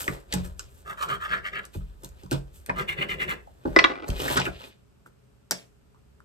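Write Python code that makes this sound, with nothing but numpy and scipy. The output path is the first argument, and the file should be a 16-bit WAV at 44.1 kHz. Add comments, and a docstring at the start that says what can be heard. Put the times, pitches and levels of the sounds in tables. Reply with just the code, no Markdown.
"""Two microphone ports of a laptop, close over a wooden table in a small quiet room that hums throughout.
Hands bump the table and cards tick and rustle; a coin edge slips over one card ticket in short strokes, ringing it.
After more bumps it scratches a second ticket, then drops: each bounce rings coin and wood, and it rattles to rest.
Hands bump and rub the cards again, lift them, and one held in the air snaps.
Bumps ring table modes, ticks are short noise bursts, rustles are shaped grit; echoes and a room tail follow."""
import sys
import numpy as np
from scipy import signal
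from scipy.fft import rfft, irfft
from scipy.io import wavfile
from scipy.ndimage import uniform_filter1d

SR = 44100
rng = np.random.default_rng(int(sys.argv[2]) if len(sys.argv) > 2 else 0)


def pcm_store(signal):
    """Save signal as 16-bit PCM."""
    levels = np.round(np.clip(np.atleast_2d(signal), -1, 1) * 32767)
    wavfile.write(sys.argv[1], SR, levels.astype(np.int16).T)


N = 275536
T = np.arange(N) / SR
HZ = np.fft.rfftfreq(N, 1 / SR)

# Coin strokes: start_s, time_to_hardest_push_s, length_s, scrape_db,
# then re the scrape: rasp_db, grit_db, table_db; then loudest_resonance_hz
STROKES = [(0.864, 0.036, 0.069, -34.5, -49, -18, -12.5, 1390),
           (0.979, 0.036, 0.051, -32, -28, -15.5, -31, 1350),
           (1.024, 0.0062, 0.021, -23.5, -21, -15.5, -33, 1100),
           (1.085, 0.016, 0.066, -25.5, -15.5, -20.5, -13, 1350),
           (1.211, 0.046, 0.049, -27.5, -31, -22.5, -30, 1550),
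           (1.295, 0.046, 0.085, -26, -22.5, -28, -17, 1640),
           (1.444, 0.022, 0.035, -28, -13.5, -24, -23, 1820),
           (1.535, 0.037, 0.056, -30, -19.5, -29, -12.5, 1910),
           (1.631, 0.013, 0.014, -45.5, -4.5, -15, -1.5, 1430),
           (2.761, 0.032, 0.063, -29, -20.5, -19.5, -5, 1510),
           (2.884, 0.0051, 0.046, -29.5, -14, -17.5, -14, 2090),
           (2.978, 0.045, 0.063, -27, -19.5, -23, -6, 2000),
           (3.09, 0.018, 0.052, -28, -19, -20, -10.5, 2000),
           (3.191, 0.033, 0.051, -26.5, -14, -20.5, -9, 2000),
           (3.284, 0.024, 0.041, -27, -14.5, -17, -8.5, 1900),
           (3.345, 0.007, 0.051, -51, -29, -31, -4, 1830)]
# Resonances of each ticket under the coin: pitch_hz, width_hz, level_db
FIRST_TICKET_MODES = [(618, 68, -3), (903, 82, 0.5), (1125, 100, 0), (1230, 70, 1.5), (1350, 98, -0.5),
                      (1574, 105, -3.5), (1690, 96, -3), (1956, 207, -5), (2310, 290, -12.5),
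                      (2656, 170, -4), (2860, 270, -3), (3260, 180, -3.5), (3680, 150, -8),
                      (4410, 390, -20.5)]
SECOND_TICKET_MODES = [(780, 200, 1), (1002, 230, 4), (1210, 98, 3), (1360, 80, 0.5), (1570, 130, -0.5),
                       (1640, 130, -1), (1820, 150, -3), (2024, 100, -2), (2140, 57, -3), (2363, 82, -6),
                       (2600, 136, -1.5), (2920, 113, 1.5), (3232, 110, -5), (3530, 130, -5),
                       (4460, 190, -12)]
# Tone of fine grit: pitch_hz, relative_level_db (per Hz)
HISS_TONE = [(1500, -18), (3000, -7.5), (4500, -11), (6000, -8), (7500, -5), (10000, -5.5), (12000, -2.5),
             (14000, -12.5), (15500, -8)]
# Contacts of the dropped coin: start_s, peak_db (before the coin's final tone), brightness_db_per_octave
COIN_CONTACTS = [(3.763, -1, -4), (3.768, -8.5, -2), (3.7889, -4, 8.5), (3.792, -5, 2.5),
                 (3.796, -11.5, 8.5), (3.841, 0, 5.5), (3.843, -11, -4), (3.846, -2.5, 1),
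                 (3.885, -30, -3.5), (3.897, -29.5, 1), (3.916, -29.5, 0.5), (3.936, -34, 0),
                 (3.955, -29.5, -2.5), (3.985, -35, -0.5), (4.023, -31, -3.5), (4.043, -33.5, -2.5)]
# Resonances of coin and wood together: pitch_hz, relative_level_db, t60_s
COIN_MODES = [(326, -5, 0.041), (375, -3.5, 0.017), (526, -3, 0.035), (736, -9.5, 0.017), (830, 1, 0.024),
              (1138, 0, 0.022), (1250, 0, 0.029), (1400, -5.5, 0.021), (1480, 1, 0.027),
              (2010, -2.5, 0.047), (2205, -5.5, .018), (2365, -4, 0.027), (2600, -5.5, .014),
              (2850, -5.5, 0.02), (3220, -8.5, .012), (3507, -6.5, 0.01), (3815, -9, 0.018),
              (4380, -10, 0.019), (4850, -14.5, .02), (5325, -14, 0.013)]
# The coin rocks on its rim as it settles: time_s, level_db (before the coin's final tone)
RATTLE = [(3.85, -58), (3.87, -34.5), (3.95, -38.5), (4.03, -41), (4.08, -54.5)]
# Hands landing on the table: start_s, deep_db, low_db, boomy_db, hollow_db, thud_db,
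# lag_ms (100 Hz behind the treble), ring_time_ratio (re a free table top)
BUMPS = [(0.082, -33, -33, -29, -26, -23, 8.1, 0.69), (0.335, -31, -31.5, -18.5, -33, -16, 20.84, 1),
         (1.752, -25.5, -37, -34.5, -32, -31, 18.6, 0.84), (2.038, -44, -45, -42, -37.5, -44, 7.1, 0.6),
         (2.236, -41, -40.5, -36, -38.5, -37, 8.6, 0.65),
         (2.318, -31.5, -24.5, -28.5, -19.5, -32, 12, 0.88),
         (2.695, -36.5, -44.5, -33.5, -44, -31, 8.1, 0.96), (3.656, -32.5, -39, -29, -18, -17.5, 6.2, 0.99),
         (3.68, -36.5, -38, -28.5, -20.5, -26.5, 5.7, 0.48),
         (4.09, -16, -25.5, -23.5, -27, -21, 12.6, 0.35), (4.209, -64, -37.5, -41, -41, -31.5, 7, 0.86),
         (4.305, -58, -35, -40.5, -28.5, -32.5, 5.7, 1), (4.372, -45, -24, -26, -27, -23, 5.8, 0.69),
         (4.473, -44.5, -37.5, -33, -22.5, -30, 6, 0.66), (5.515, -64.5, -49, -34.5, -31, -29.5, 9.2, 0.54)]
# Resonances of the table top: pitch_hz, relative_level_db, t60_s
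TABLE_MODES = [(42, 2.5, 0.67), (56.66, -1.5, 0.66), (81, 8.5, 0.14), (136.5, 2, 0.33), (180.3, -2.5, 0.34),
               (256, -17.5, 0.027), (283, -0.5, 0.034), (326, 5, 0.05), (401.5, -4.5, 0.05),
               (537, -5.5, 0.06), (633, -5, 0.054), (800, -6.5, 0.05)]
# Tone of the thud: pitch_hz, relative_level_db
THUD_TONE = [(30, -9), (60, -2), (200, 0.5), (500, -7), (900, -12.5), (1500, -30.5), (3000, -61)]
# Nails, card edges and the coin rim: start_s, peak_db, centre_hz, treble_db, treble_centre_hz,
# length_ms (decay constant, held to 0.3-12 ms)
TICKS = [(0.041, -31, 3020, -37, 8600, 1.3), (0.079, -14, 2010, -25, 4700, 1.1),
         (0.081, -18.5, 1190, -36, 3000, 3), (0.201, -63, 1360, -47, 8380, 8.4),
         (0.325, -24, 2050, -16, 4620, 4.9), (0.338, -25, 900, -15, 6800, 6.5),
         (0.447, -42.5, 1510, -45, 5030, 7.9), (0.594, -28.5, 1320, -22.5, 5300, 3.7),
         (0.602, -82, 1480, -53, 5000, 3.2), (1.027, -27.5, 1210, -31, 3816, 4),
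         (1.088, -23, 1300, -34, 4500, 4), (1.443, -36, 1750, -53, 4500, 3),
         (1.635, -41, 1280, -53, 4840, 4.1), (1.652, -45, 1280, -30.5, 7200, 3.2),
         (1.741, -42.5, 1170, -103, 4820, 5.1), (1.757, -49, 1110, -51, 7900, 4.2),
         (1.808, -48, 1190, -65, 4790, 5.2), (2.035, -42, 930, -35.5, 8200, 7.1),
         (2.046, -35, 4200, -27, 8050, 1.9), (2.09, -72, 3670, -39, 6930, 2.1),
         (2.234, -48, 1230, -42, 4900, 3.4), (2.261, -41.5, 1063, -51, 4550, 2.7),
         (2.312, -24.5, 3070, -21, 6270, 1.1), (2.317, -24.5, 1360, -25, 8560, 3.4),
         (2.327, -30.5, 990, -24, 5530, 6.2), (2.662, -40.5, 2020, -28.5, 8000, 1.5),
         (2.695, -17, 1850, -35, 2940, 3.5), (2.698, -15, 920, -55, 2480, 3),
         (3.294, -41, 2000, -31, 8000, 1.5), (3.338, -42.5, 2000, -36.5, 8000, 1.5),
         (3.471, -39, 764, -61, 4760, 8.4), (3.656, -23, 1150, -48.5, 2600, 1.5),
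         (4.061, -35, 830, -63.5, 4860, 2.4), (4.081, -33, 1210, -33.5, 5270, 6.9),
         (4.086, -29.5, 830, -27.5, 8790, 5.1), (4.102, -27, 3180, -25, 5840, 1.9),
         (4.201, -22, 2890, -51, 5780, 3), (4.25, -28, 3600, -40, 5000, 3.7),
         (4.28, -20, 1820, -22, 7730, 4.4), (4.304, -22.5, 800, -38, 8270, 7.3),
         (4.367, -12.5, 1293, -22.5, 7600, 7.6), (4.373, -16, 1480, -14, 4670, 13.4),
         (4.399, -16, 859, -19, 4460, 4.6), (4.415, -18.5, 2730, -35, 4955, 5),
         (4.453, -23.5, 2400, -29.5, 5300, 14), (4.465, -20.5, 1350, -50, 4890, 9.7),
         (4.484, -27.5, 648, -43, 3000, 3), (4.6, -40, 3500, -55, 5500, 3),
         (5.061, -39, 1290, -66, 9440, 1.7), (5.51, -21, 1400, -4.5, 8000, 0.6),
         (5.5115, -14.5, 5670, -17.5, 7500, 6), (5.513, -29, 625, -30, 5240, 7.8),
         (5.519, -25, 1400, -13, 6730, 1.2), (5.945, -53, 1189, -67.5, 4660, 12.3),
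         (6.203, -41.5, 1400, -54, 6600, 1.4)]
# Rubs and rustles: drags of cards, hands and sleeves, and the rustling tails of ticks, bumps and the
# coin drop: start_s, rise_s, hold_s, fade_s (rise and fade span 30 dB),
# hiss_db, swish_db, body_db, table_db; the rise comes before start_s
RUSTLES = [(0.0, 0.011, 3.9, 0.16, -74, -76, -75.5, -66.5),
           (0.0, .01, 0.0058, 0.12, -32, -55, -44.5, -43.5),
           (0.081, 0.14, 0.055, 0.13, -50.5, -54, -52, -41.5),
           (0.344, 0.077, 0.0072, 0.19, -52, -46, -47.5, -39),
           (0.446, 0.022, 0.0057, 0.094, -48.5, -65, -55, -44.5),
           (0.597, 0.058, 0.012, 0.097, -56, -65, -77, -54.5),
           (0.768, 0.29, 0.037, .08, -60, -72, -75, -70), (1.743, 0.033, 0.0082, 0.11, -53, -55, -65, -67),
           (2.035, 0.047, 0.024, 0.077, -54.5, -68, -67, -52.5),
           (2.206, 0.13, 0.04, 0.12, -66.5, -66, -75, -68),
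           (2.322, 0.025, 0.0031, 0.095, -46, -42, -54, -32.5),
           (2.54, 0.02, 0.021, 0.13, -54, -75.5, -83, -80),
           (2.69, 0.013, 0.003, 0.11, -72, -78, -66, -32.5),
           (3.673, 0.087, 0.12, 0.27, -62, -66, -66.5, -46),
           (3.778, 0.044, 0.037, 0.23, -79, -54.5, -41.5, -33.5),
           (4.08, 0.054, 0.056, 0.17, -56, -53.5, -49.5, -41),
           (4.208, 0.093, 0.087, 0.07, -39, -40, -40.5, -34),
           (4.314, 0.083, 0.028, 0.063, -34.5, -38.5, -37, -51),
           (4.36, 0.012, 0.0063, 0.16, -56, -29, -71, -28.5),
           (4.449, .04, 0.0085, 0.097, -47, -58, -53, -40.5),
           (4.53, 0.045, 0.073, 0.23, -69, -55.5, -66, -57.5),
           (4.623, 0.15, 0.063, 0.05, -58, -51.5, -53.5, -52),
           (5.061, 0.0084, 0.011, 0.045, -62.5, -93, -66, -57),
           (5.546, .02, 0.011, 0.13, -64.5, -46.5, -63.5, -53)]
# Left port re the right, for each place on or over the table: pitch_hz, left_lead_rad, left_level_db
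FIRST_TICKET_PLACE = [(560, -.5, -3), (820, -3.1, 0), (1250, -1.5, -3), (1470, -2.7, 2), (1730, -1.4, 2),
                      (2100, -2.1, 7), (2400, .2, 5), (2640, 1, -3), (2900, 2.4, 0), (3450, 2.3, -4),
                      (4200, .3, 0)]
SECOND_TICKET_PLACE = [(300, .5, -1), (750, -2.9, -2), (1080, -3.2, 0), (1210, -1.8, -1), (1470, -2.9, 3),
                       (1860, -3.3, 2), (2150, -6.3, 0), (2380, -6, -2), (2560, -9, 0), (2900, -11, 2),
                       (3200, -11.2, 6), (3900, -11.5, 3), (4300, -13.2, 0)]
COIN_PLACE = [(150, 0, -1), (300, .6, -5), (560, .3, 4), (690, 0, 3), (820, 3.6, 0), (1000, 1.8, -5),
              (1340, 1.7, 0), (1470, 2.1, 5), (2120, 6, 4), (2300, 5.2, 0), (3160, 6.9, 1), (4300, 5.5, 0)]
HANDS_ON_TABLE_PLACE = [(60, .6, 1), (150, .8, -2), (300, 0, -2), (800, -2.5, 0), (1800, -2, 1),
                        (3500, -1.6, 1), (6500, -1, 0)]
HANDS_IN_AIR_PLACE = [(300, .3, 3), (550, 1.7, 3), (1800, 1.5, 1), (2500, 2.7, 0), (3100, 4.2, -2),
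                      (4000, 5.7, -2)]
# Room tail by octave: centre_hz, t60_s, level_db (re direct sound)
ROOM_OCTAVES = [(281, 0.11, 3), (485, 0.31, -1.5), (833, 0.25, -8.5), (2000, 0.26, -6.5), (4445, 0.21, -10),
                (6000, 0.21, -8), (8216, 0.35, -15), (15000, 0.15, -31)]
# Sway of the table under the arms: time_s, level_db
SWAY = [(0.0, -38), (0.16, -90), (0.375, -32), (0.601, -47.5), (0.85, -54), (1.3, -49), (1.7, -58),
        (1.93, -49.5), (2.4, -53), (2.8, -50.5), (3.25, -45), (3.65, -62.5), (4.14, -51.5), (4.3, -40),
        (4.51, -41), (4.7, -63), (5.1, -64), (5.5, -67.5), (6.04, -61)]
# Tone of the room hum: pitch_hz, relative_level_db (per Hz)
AIR_TONE = [(18, -64), (30, -7), (90, -19), (123, 7), (148, -5), (187, -3.5), (359, -16.5), (420, -6),
            (505, -25.5), (546, -13.5), (606, -20), (900, -23), (1400, -23), (2000, -29.5), (2700, -28),
            (3600, -33), (7650, -34.5), (10700, -36.5), (12300, -36.5), (15500, -60.5)]

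AIR_DB = -62.5  # level of the part common to both ports
SECOND_TICKET_S, HELD_UP_S = 2.2, 4.9  # strokes move to the second ticket; cards are held up in the air
# The coin sets down, leans in, eases and lifts
TOUCH_S, LIFT_S, LIGHT_START_DB, LIGHT_END_DB = .017, .031, -8.5, -4.5
OFF_SPOT = .2  # gain added for every ticket mode, even far from the favoured pitch
RISE_CYCLES = .7  # onset time constant of a struck mode, in its own cycles
COIN_SCATTER_DB, BLOW_SCATTER_DB = 3, 1.5  # chance in mode levels from hit to hit
STROKE_WAVER_DB, RUSTLE_WAVER_DB = 2, 3.5
SNAP = 2.5  # impulse of first contact, re the noise after it
TICK_RING_DB, TICK_Q = -14, 15  # ring of the card spot
THUD_LEAD_S = .003  # room for the half of the thud that comes before its peak
SHARED_HZ, IN_STEP_HZ, LEAD_S = 6800, 8000, .0002  # treble common to both channels; left lead
TOP_HZ = 15700


def scratch(strokes, modes, focus_octaves=.3, patchy_db=2.0):
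    """Slips of the coin edge ring the ticket; the spot under the coin favours modes near one pitch."""
    rows = np.array(strokes)
    spot_hz = np.interp(T, rows[:, 0] + rows[:, 1], rows[:, -1])
    slips = grit(per_s=3800, spread_db=.5)
    card = 0
    for k, (hz, width, mode_db) in enumerate(modes):
        mode = signal.lfilter(*signal.iirpeak(hz, hz / width, SR), slips)
        near = np.exp(-.5 * (np.log2(hz / spot_hz) / focus_octaves) ** 2)
        patchy_gain = undb(mode_db + patchy_db * walk(30))
        card = card + (-1) ** k * patchy_gain * (OFF_SPOT + near) * unit(mode) * np.sqrt(width)
    card = card / np.sqrt(uniform_filter1d(card ** 2, size=1500))  # even out the level
    rasp = unit(band(band(slips, 1700, 3700), 1400, 3900))
    fine = unit(colour(grit(per_s=2000, spread_db=0), HISS_TONE))
    table = .79 * unit(band(slips, 140, 215.4)) + .81 * unit(band(slips, 290, 640))

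    scrape, load = 0, 0
    for s, push_s, length_s, db, rasp_db, grit_db, table_db, _ in strokes:
        corners = s + np.array([-TOUCH_S, 0, push_s, length_s, length_s + LIFT_S])
        push = swell(corners, [-30, LIGHT_START_DB, 0, LIGHT_END_DB, -30])
        scrape = scrape + push * undb(db) * (card + undb(rasp_db) * rasp + undb(grit_db) * fine)
        load = load + push * undb(db + table_db)
    load = uniform_filter1d(load, size=SR // 12)  # the heavy top rumbles on between strokes
    return load * table + scrape * undb(STROKE_WAVER_DB * walk(70))


def coin():
    """Each contact chatters briefly and rings coin and wood; then the coin rocks in many small dull contacts."""
    out, t = np.zeros(N), T[:SR // 4]
    hz, mode_db, t60 = np.transpose(COIN_MODES)[:, :, None]
    octaves = np.log2(hz / 1500)
    chance = rng.standard_normal((len(COIN_CONTACTS), len(COIN_MODES) + len(t)))
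    for (s, db, tilt_db), luck in zip(COIN_CONTACTS, chance):
        gain = undb(mode_db + tilt_db * octaves + COIN_SCATTER_DB * luck[:len(hz), None])
        chatter = luck[len(hz):] * np.exp(-t / .0014)
        detuned_hz = hz * (1 + .014 * luck[-len(hz):, None])
        onset = 1 - np.exp(-t * hz / RISE_CYCLES)
        modes = np.sum(gain * ring(detuned_hz, t60, t) * onset, axis=0)
        body = modes + .45 * signal.fftconvolve(chatter, modes)[:len(t)]
        crack = band(chatter, 870, 4000)
        add(out, s, undb(db) * (body / abs(body).max() + .74 * crack / abs(crack).max()))
    dull = np.sum(undb(mode_db - 3.8 * octaves) * ring(hz, t60, t), axis=0)
    rocking = unit(signal.fftconvolve(grit(per_s=160, spread_db=-.5), dull)[:N])
    out = out + rocking * swell(*np.transpose(RATTLE))
    return colour(out, [(120, -24), (300, -1.5), (900, 2.5), (4500, -3.5), (7000, -9), (15000, -12.5)])


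def bumps():
    """Each blow thuds and rings the table top; bending waves bring the treble first and the bass last."""
    out, t = np.zeros(N), T[:SR // 2]
    f = np.fft.rfftfreq(SR, 1 / SR)
    thud_hz, thud_tone_db = np.transpose(THUD_TONE)
    thud = undb(np.interp(np.log(f + 1), np.log(thud_hz), thud_tone_db))
    thud = thud / irfft(thud).max()
    thud = thud * np.exp(-2j * np.pi * f * THUD_LEAD_S)
    chance = rng.standard_normal((len(BUMPS), 2, len(TABLE_MODES)))
    for (s, deep_db, low_db, boom_db, hollow_db, thud_db, lag_ms, free), (luck, detune) in zip(BUMPS, chance):
        body = 0
        for (hz, mode_db, t60), c, d in zip(TABLE_MODES, luck, detune):
            db = deep_db if hz < 100 else low_db if hz < 155 else hollow_db if hz > 220 else boom_db
            gain = undb(mode_db + db + BLOW_SCATTER_DB * c)
            onset = 1 - np.exp(-t * hz / RISE_CYCLES)
            body = body + gain * ring(hz * (1 + .02 * d), np.clip(free, .2, 2) * t60, t) * onset
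        # arrival is late by lag * sqrt(100 Hz / f), counted from 900 Hz
        travel = np.exp(-2j * np.pi * max(lag_ms, 0) / 1000 * (2 * np.sqrt(100 * f) - f / 3))
        blow = irfft((rfft(body, SR) + undb(thud_db) * thud) * travel)
        add(out, s - THUD_LEAD_S, blow[:len(t)])
    return out


def ticks():
    """A short burst through a broad card resonance, with a sharp bright edge and a papery flutter after it."""
    out, t = np.zeros(N), T[:8000]
    chance = rng.standard_normal((len(TICKS), 2, len(t)))
    for (s, db, hz, treble_db, treble_hz, ms), (noise, flutter) in zip(TICKS, chance):
        burst = noise * np.exp(-t * 1000 / np.clip(ms, .3, 12)) * (1 - np.exp(-t / .000099))
        burst[2] += SNAP
        body = band(band(burst, hz / 1.8, hz * 1.2), hz / 1.2, hz * 1.3)
        edge = band(burst * np.exp(-t / .0048), treble_hz / 1.85, treble_hz * 1.6)
        spot = signal.lfilter(*signal.iirpeak(hz, TICK_Q, SR), burst)
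        body = body / abs(body).max() + undb(TICK_RING_DB) * spot / abs(spot).max()
        tail = unit(band(flutter, 360, 3200)) * np.exp(-t / .014) * undb(treble_db - 25.5)
        add(out, s, undb(db) * body / abs(body).max() + undb(treble_db) * edge / abs(edge).max() + tail)
    return out


def rustle():
    """Rubs, rustles and the noisy tails of ticks and knocks: fine hiss, a crackly papery middle, two dull bands."""
    slips = grit(per_s=1000, spread_db=-.5)
    fine = unit(colour(grit(per_s=4300, spread_db=-2.5), HISS_TONE))
    swish = unit(band(slips + grit(per_s=2200, spread_db=-1), 1700, 3800))
    swish = swish * undb(RUSTLE_WAVER_DB * walk(40))
    body = unit(band(slips, 470, 1600)) * undb(RUSTLE_WAVER_DB * walk(48))
    table = unit(band(slips, 100, 840))
    layers = np.array([fine, swish, body, table])
    power = np.zeros_like(layers)  # overlapping rustles add in power
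    for s, rise_s, hold_s, fade_s, *db in RUSTLES:
        shape = swell(s + np.array([-rise_s, 0, hold_s, hold_s + fade_s]), [-30, 0, 0, -30])
        power[:, shape > 0] += (undb(db)[:, None] * shape[shape > 0]) ** 2
    return np.sum(np.sqrt(power) * layers, axis=0)


def ports(x, place, echo_db):
    """Two ports hear a near source with a phase that turns with pitch, each with its own table and lid echoes."""
    hz, lead, db = np.transpose(place)
    half = np.exp(.5j * np.interp(HZ, hz, lead)) * undb(np.interp(HZ, hz, db) / 2)
    t = T[:800]
    echoes = rng.standard_normal((2, len(t))) * np.exp(-t / .02)
    echoes = echoes * (rng.random((2, len(t))) < .1)  # sparse reflections
    size = np.sqrt(np.sum(echoes ** 2, axis=1, keepdims=True))
    echoes = undb(echo_db) * band(echoes, 250, 15000) / size
    return irfft(rfft(x) * (np.array([half, 1 / half]) + rfft(echoes, N)), N)


def room(x):
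    """Walls answer with a decaying tail in each octave, unrelated left and right."""
    t = T[:SR // 2]
    noise = rng.standard_normal((2, len(t))) * (1 - np.exp(-t / .00093))
    tail = 0
    for hz, t60, db in ROOM_OCTAVES:
        low_hz = hz / np.sqrt(2)
        part = band(noise, low_hz, hz * np.sqrt(2)) * np.exp(-np.log(1000) * t / t60)
        tail = tail + undb(db) * part / np.sqrt(np.sum(part ** 2) / 2 * SR / 2 / low_hz)
    return signal.fftconvolve(x[None], tail, axes=1)[:, :N]


def sway():
    """Low wobble of the table, felt by both ports: narrow low noise, partly unlike left and right."""
    s, db = np.transpose(SWAY)
    both, apart = (unit(band(band(rng.standard_normal(N), 21, 100), 42, 83)) for _ in range(2))
    return undb(np.interp(T, s, db)) * (both + .55 * apart * np.array([[1], [-1]]))


def air():
    """Steady shaped noise of the room; the bass is more alike at both ports."""
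    mid, side = (colour(rng.standard_normal(N), AIR_TONE) for _ in range(2))
    side = side - .6 * band(side, 20, 300)
    return undb(AIR_DB) * (mid + np.array([[1], [-1]]) * side) / mid.std()


def undb(db):
    """Decibels to amplitude ratio."""
    return 10 ** (np.asarray(db) / 20)


def unit(x):
    """Scale to an rms of 1."""
    return x / np.sqrt(np.mean(x ** 2))


def band(x, lo_hz, hi_hz):
    """Pass the band between two pitches with gentle slopes."""
    return signal.sosfilt(signal.butter(2, [lo_hz, min(hi_hz, .45 * SR)], "band", fs=SR, output="sos"), x)


def colour(x, points):
    """Shape the spectrum by (Hz, dB) points."""
    hz, db = np.transpose(points)
    return irfft(rfft(x) * undb(np.interp(np.log(HZ + 1), np.log(hz), db)), N)


def grit(per_s, spread_db):
    """Slips at random moments, as impulses of uneven size."""
    hit = rng.random(N) < per_s / SR
    return unit(hit * rng.standard_normal(N) * undb(spread_db * rng.exponential(size=N)))


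def ring(hz, t60, t):
    """A decaying sine, 60 dB down after t60 seconds."""
    return np.sin(2 * np.pi * hz * t) * np.exp(-np.log(1000) * t / t60)


def walk(per_s):
    """Slow chance with spread near 1."""
    k = int(SR / per_s)
    steps = np.repeat(rng.standard_normal(N // k + 1), k)
    return 1.3 * uniform_filter1d(uniform_filter1d(steps, k), k)[:N]


def swell(times, db):
    """Gain through (s, dB) corners, silent outside them."""
    times, gain = np.maximum.accumulate(times), np.zeros(N)
    span = slice(max(int(times[0] * SR), 0), max(int(times[-1] * SR), 0))
    gain[span] = undb(np.interp(T[span], times, db))
    return gain


def add(out, s, x):
    """Lay a sound into the track at a time in seconds."""
    i = int(s * SR)
    out[i:i + len(x)] += x[:N - i]


def scene():
    """Place the sources around the two ports, then add the room, the table sway and the hum."""
    first = scratch([row for row in STROKES if row[0] <= SECOND_TICKET_S], FIRST_TICKET_MODES)
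    second = scratch([row for row in STROKES if row[0] > SECOND_TICKET_S], SECOND_TICKET_MODES)
    hands = rustle() + ticks() + bumps()
    drop = coin()
    held = T > HELD_UP_S
    near = ports(first, FIRST_TICKET_PLACE, echo_db=-11)
    near = near + ports(second, SECOND_TICKET_PLACE, echo_db=-11)
    near = near + ports(drop, COIN_PLACE, echo_db=-11)
    near = near + ports(hands * ~held, HANDS_ON_TABLE_PLACE, echo_db=-6)
    near = near + ports(hands * held, HANDS_IN_AIR_PLACE, echo_db=-10)
    return near + room(first + second + hands + drop) + sway() + air()


def record(dry):
    """In the top treble both channels carry nearly one sound, the left early; the input clips and cuts the top."""
    spectrum = rfft(dry) / (1 + (36 / (HZ + 1)) ** 4)  # the microphone loses the deepest bass
    turn = np.exp(1j * np.pi * (HZ - IN_STEP_HZ) * LEAD_S)
    shared = .96 / (1 + (SHARED_HZ / (HZ + 1)) ** 12)
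    spectrum = (1 - shared) * spectrum + shared * spectrum[0] * np.array([turn, 1 / turn])
    clipped = np.clip(irfft(spectrum, N), -1, 1)
    return signal.sosfilt(signal.ellip(8, .2, 70, TOP_HZ, fs=SR, output="sos"), clipped)


dry = scene()
out = record(dry)
pcm_store(out)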